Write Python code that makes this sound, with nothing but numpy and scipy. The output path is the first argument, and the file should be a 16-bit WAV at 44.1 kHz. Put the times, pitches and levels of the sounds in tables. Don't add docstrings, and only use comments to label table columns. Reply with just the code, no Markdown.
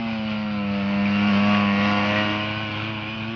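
import sys
import numpy as np
from scipy import signal
from scipy.fft import rfft, irfft
from scipy.io import wavfile
from scipy.ndimage import uniform_filter1d

SR = 44100
rng = np.random.default_rng(int(sys.argv[2]) if len(sys.argv) > 2 else 0)


def amplitude_ratio(level_db):
    exponent = np.asarray(level_db, float) / 20
    return 10 ** exponent


def to_wav(sig):
    pcm = np.clip(np.atleast_2d(sig), -1, 1) * 32767
    pcm = np.round(pcm).astype(np.int16)
    wavfile.write(sys.argv[1], SR, pcm.T)


N = 147735

# t/s, firing f/Hz, intake boom level/dB, nearness level/dB
RIDE = [(0.0, 115, -27.5, -39), (0.2, 109, -27.5, -38.5), (0.75, 100, -25, -37.5),
        (1.29, 102.5, -19.5, -32.5), (1.33, 99.45, -19.5, -32.5), (1.51, 103.1, -19.5, -30.5),
        (1.72, 100.1, -21.5, -31.5), (1.85, 102.8, -22.5, -30.5), (2.01, 102.3, -25.5, -30),
        (2.21, 105.1, -26.5, -30), (2.26, 103.6, -30.5, -31.5), (2.62, 107.2, -36, -34),
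        (2.77, 104.5, -37.5, -34.5), (2.89, 109.2, -35, -34), (3.04, 105.3, -39, -34.5),
        (3.15, 110.8, -33, -36), (3.22, 107.6, -33, -36.5), (3.35, 114.5, -32.5, -38.5)]
VIEW_TIMES = (0.749, 1.4, 1.9, 2.3, 2.751)

# multiple of the firing rate [1], level/dB
FRONT_TONES = [(1, -13), (2, 0), (3, -15.5), (4, -38), (5, -14), (6, -14.5), (7, -17.5), (8, -25),
               (9, -22.5), (10, -21.5), (11, -27.5), (12, -39), (13, -17), (14, -30)]
QUARTER_TONES = [(1, -13.5), (2, 0), (3, -18.5), (4, -26), (5, -19.5), (6, -15), (7, -14), (8, -28),
                 (9, -22.5), (10, -18), (11, -14.5), (12, -26.5), (13, -22), (14, -26)]
SIDE_TONES = [(1, -7.5), (2, 0), (3, -13), (4, -25), (5, -9.5), (6, -11.5), (7, -10.5), (8, -14.5),
              (9, -18), (10, -10.5), (11, -6.5), (12, -12.5), (13, -21.5), (14, -14.5)]
TAIL_TONES = [(1, -3.5), (2, 0), (3, -4), (4, -17), (5, -8), (6, -3.5), (7, -13.5), (8, -17), (9, -12.5),
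              (10, -2.5), (11, -5.5), (12, -24), (13, -19), (14, -12.5)]
REAR_TONES = [(1, 2.5), (2, 0), (3, -2), (4, -19.5), (5, -11.5), (6, -9.5), (7, -13), (8, -12), (9, -14),
              (10, -5.5), (11, -26.5), (12, -25.5), (13, -14), (14, -11)]
TONES_DB = (10.5, 10, 5.5, 1.5, -3)
CRACK_DB = (-16.5, -13.5, -12.5, -15, -16.5)

# multiple of the tooth meshing rate [1], then level/dB for each of the five views
GEARS = [(3, -20, -20, -20, -20, -21), (4, -14, -16, -13, -11, -21), (5, -13, -8, -9, -7, -10),
         (6, -11, -6, -6, -7, -12), (10, -21, -24, -27, -27, -27)]
SIDEBAND_DB = (-13, -11, -9.5, -5, -7)

# f/Hz, level/dB (per Hz)
HISS_FRONT = [(400, -10.5), (650, -4.5), (1450, -2), (1780, -9.5), (2350, 1), (2850, -1), (3400, -10),
              (4550, -12.5), (5300, -20)]
HISS_SIDE = [(400, -7.5), (650, -0.5), (1100, -1.5), (1650, -4.5), (2350, -1.5), (2850, 0.5), (3400, -10.5),
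             (4300, -11.5), (5500, -16)]
HISS_REAR = [(400, -10.5), (650, -6), (1500, -3.5), (1950, -11), (2350, 1), (2900, -3.5), (3500, -9),
             (4400, -16), (5100, -21.5)]
HISS_DB = (-1.5, -2, -3)

# t/s, f/Hz of the ninth multiple of its slow thump
IDLE = [
    (0.0, 135.2),
    (0.13, 141.2),
    (0.44, 139.4),
    (1.39, 140.2),
    (1.51, 143.4),
    (2.14, 137.2),
    (2.7, 141.2),
    (3.05, 136.4),
    (3.35, 136.7),
]
# multiple of the slow thump [1], level/dB
IDLE_TONES = [(2, -74.5), (3, -62), (4, -58.5), (5, -53), (6, -53), (7, -51), (8, -51.5), (9, -45.5),
              (10, -53), (11, -61.5), (12, -62)]

# t/s, level/dB, f/Hz, rise/s, fall/s
KNOCKS = [
    (1.054, -26, 2320, 0.0012, 0.015),
    (1.547, -23, 1920, 0.00086, 0.0068),
    (1.999, -43.5, 4760, 0.00091, 0.0049),
    (2.18, -26.5, 1920, 0.053, .03),
]


def unit(x):
    return x / np.sqrt(np.mean(x ** 2))


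def walk(rate):
    held = np.repeat(rng.standard_normal(int(rate * N / SR) + 2), 8)
    smooth = uniform_filter1d(uniform_filter1d(held, size=8), size=8)
    return 1.3 * np.interp(np.arange(N) * rate * 8 / SR, np.arange(len(smooth)), smooth)


def shape_db(table, hz):
    table = np.array(table)
    return np.interp(np.log(np.maximum(hz, 1)), np.log(table[:, 0]), table[:, 1])


def band(x, lo_hz, hi_hz):
    return signal.sosfilt(signal.butter(2, [lo_hz, hi_hz], "band", fs=SR, output="sos"), x)


def views(t):
    return np.array([np.interp(t, VIEW_TIMES, row) for row in np.eye(len(VIEW_TIMES))])


def tone(turns, wobble_db, rate, slip, scatter=1.):
    level = np.sqrt(2) * amplitude_ratio(wobble_db * walk(rate))
    start = scatter * rng.random()
    return level * np.sin(2 * np.pi * (turns + start) + slip * walk(rate))


def intake_boom(turns, boom_db):
    return amplitude_ratio(boom_db) * tone(2 * turns, 0.42, 15, 0.24)


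def exhaust(turns, share):
    tables = (FRONT_TONES, QUARTER_TONES, SIDE_TONES, TAIL_TONES, REAR_TONES)
    levels = np.array([np.array(tones)[:, 1] + db for tones, db in zip(tables, TONES_DB)])
    count = levels.shape[1]
    out = 0
    for k in range(count):
        if k == 1:
            continue
        sine = tone((k + 1) * turns, 1.5 + 0.2 * k, 11, 0.05 * k, 0.46)
        out = out + amplitude_ratio(levels[:, k] @ share) * sine
    colours = (HISS_FRONT, HISS_SIDE, HISS_SIDE, HISS_SIDE, HISS_REAR)
    for k in range(count + 1, 33):
        hz = k * 107.3
        db = [shape_db(colour, hz) - shape_db(colour, 2500.) + crack
              for colour, crack in zip(colours, CRACK_DB)]
        out = out + amplitude_ratio(np.array(db) @ share) * tone(k * turns, 3.8, 9, 0.8)
    return out


def gears(turns, share):
    mesh_per_firing = 4.525
    mesh = mesh_per_firing * (turns + 0.016 * walk(24))
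    partner_level = amplitude_ratio(np.array(SIDEBAND_DB) @ share)
    out = 0
    for k, *db in GEARS:
        whine = tone(k * mesh, 3, 16, 0.7)
        partner = tone(k * mesh - turns, 4, 11, 0.8)
        out = out + amplitude_ratio(np.array(db) @ share) * (whine + partner_level * partner)
    return out


def patchy(x, depth_db):
    z = signal.stft(x, nperseg=512)[2]
    across_pitch = uniform_filter1d(rng.standard_normal(z.shape), size=4, axis=0)
    patches = uniform_filter1d(across_pitch, size=9, axis=1)
    return signal.istft(z * amplitude_ratio(depth_db * unit(patches)), nperseg=512)[1][:N]


def hiss(turns, share):
    hz = np.arange(N // 2 + 1) * SR / N
    low_cut = np.minimum(hz / 350, 1) ** 3
    front, quarter, side, tail, rear = share
    weights = (front, quarter + side + tail / 2, tail / 2 + rear)
    out = 0
    for colour, db, weight in zip((HISS_FRONT, HISS_SIDE, HISS_REAR), HISS_DB, weights):
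        puff = 0.92 + np.exp(-((turns + 0.3) % 1) / 0.32)
        noise = puff * amplitude_ratio(1.1 * walk(14)) * rng.standard_normal(N)
        gas = irfft(rfft(noise) * amplitude_ratio(shape_db(colour, hz)) * low_cut, N)
        out = out + np.sqrt(weight) * amplitude_ratio(db) * gas / np.std(band(gas, 1900, 3500))
    return patchy(out, 1.5)


def mud_rumble():
    return amplitude_ratio(-9.5 + 1.8 * walk(6)) * unit(band(rng.standard_normal(N), 150, 297))


def idler(t):
    idle = np.array(IDLE)
    turns = np.cumsum(np.interp(t, idle[:, 0], idle[:, 1])) / SR / 9
    out = 0
    for k, db in IDLE_TONES:
        level = np.sqrt(2) * amplitude_ratio(db + 1.1 * walk(2.7))
        out = out + level * np.cos(2 * np.pi * k * turns + 0.28 * walk(4))
    return out


def field_air():
    return amplitude_ratio(-57.5) * unit(band(rng.standard_normal(N), 55, 450))


def knock(t):
    out = 0
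    for start, db, hz, rise, fall in KNOCKS:
        swell = np.exp(-np.abs(t - start) / np.where(t < start, rise, fall))
        wide = np.clip((0.004 / fall) ** 2, 0.012, 0.8)
        ring = band(swell * rng.standard_normal(N), hz * (1 - wide / 2), hz * (1 + wide))
        out = out + amplitude_ratio(db) * ring * np.sqrt(SR / 3 / hz / wide)
    return out


def scene():
    t = np.arange(N) / SR
    ride = np.array(RIDE)
    firing_hz, boom_db, near_db = (np.interp(t, ride[:, 0], ride[:, k]) for k in (1, 2, 3))
    turns = np.cumsum(firing_hz * (1 + 0.0042 * walk(15))) / SR
    share = views(t)
    boom = intake_boom(turns, boom_db)
    bike = amplitude_ratio(near_db) * (exhaust(turns, share) + gears(turns, share) + hiss(turns, share) + mud_rumble())
    return (boom + bike + idler(t) + field_air() + knock(t))[None]


def low_pass(x):
    return signal.sosfilt(signal.butter(12, 7200, fs=SR, output="sos"), x)


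def record(dry):
    cut = signal.sosfilt(signal.butter(10, 5450, fs=SR, output="sos"), dry)
    return low_pass(cut)


dry = scene()
out = record(dry)
to_wav(out)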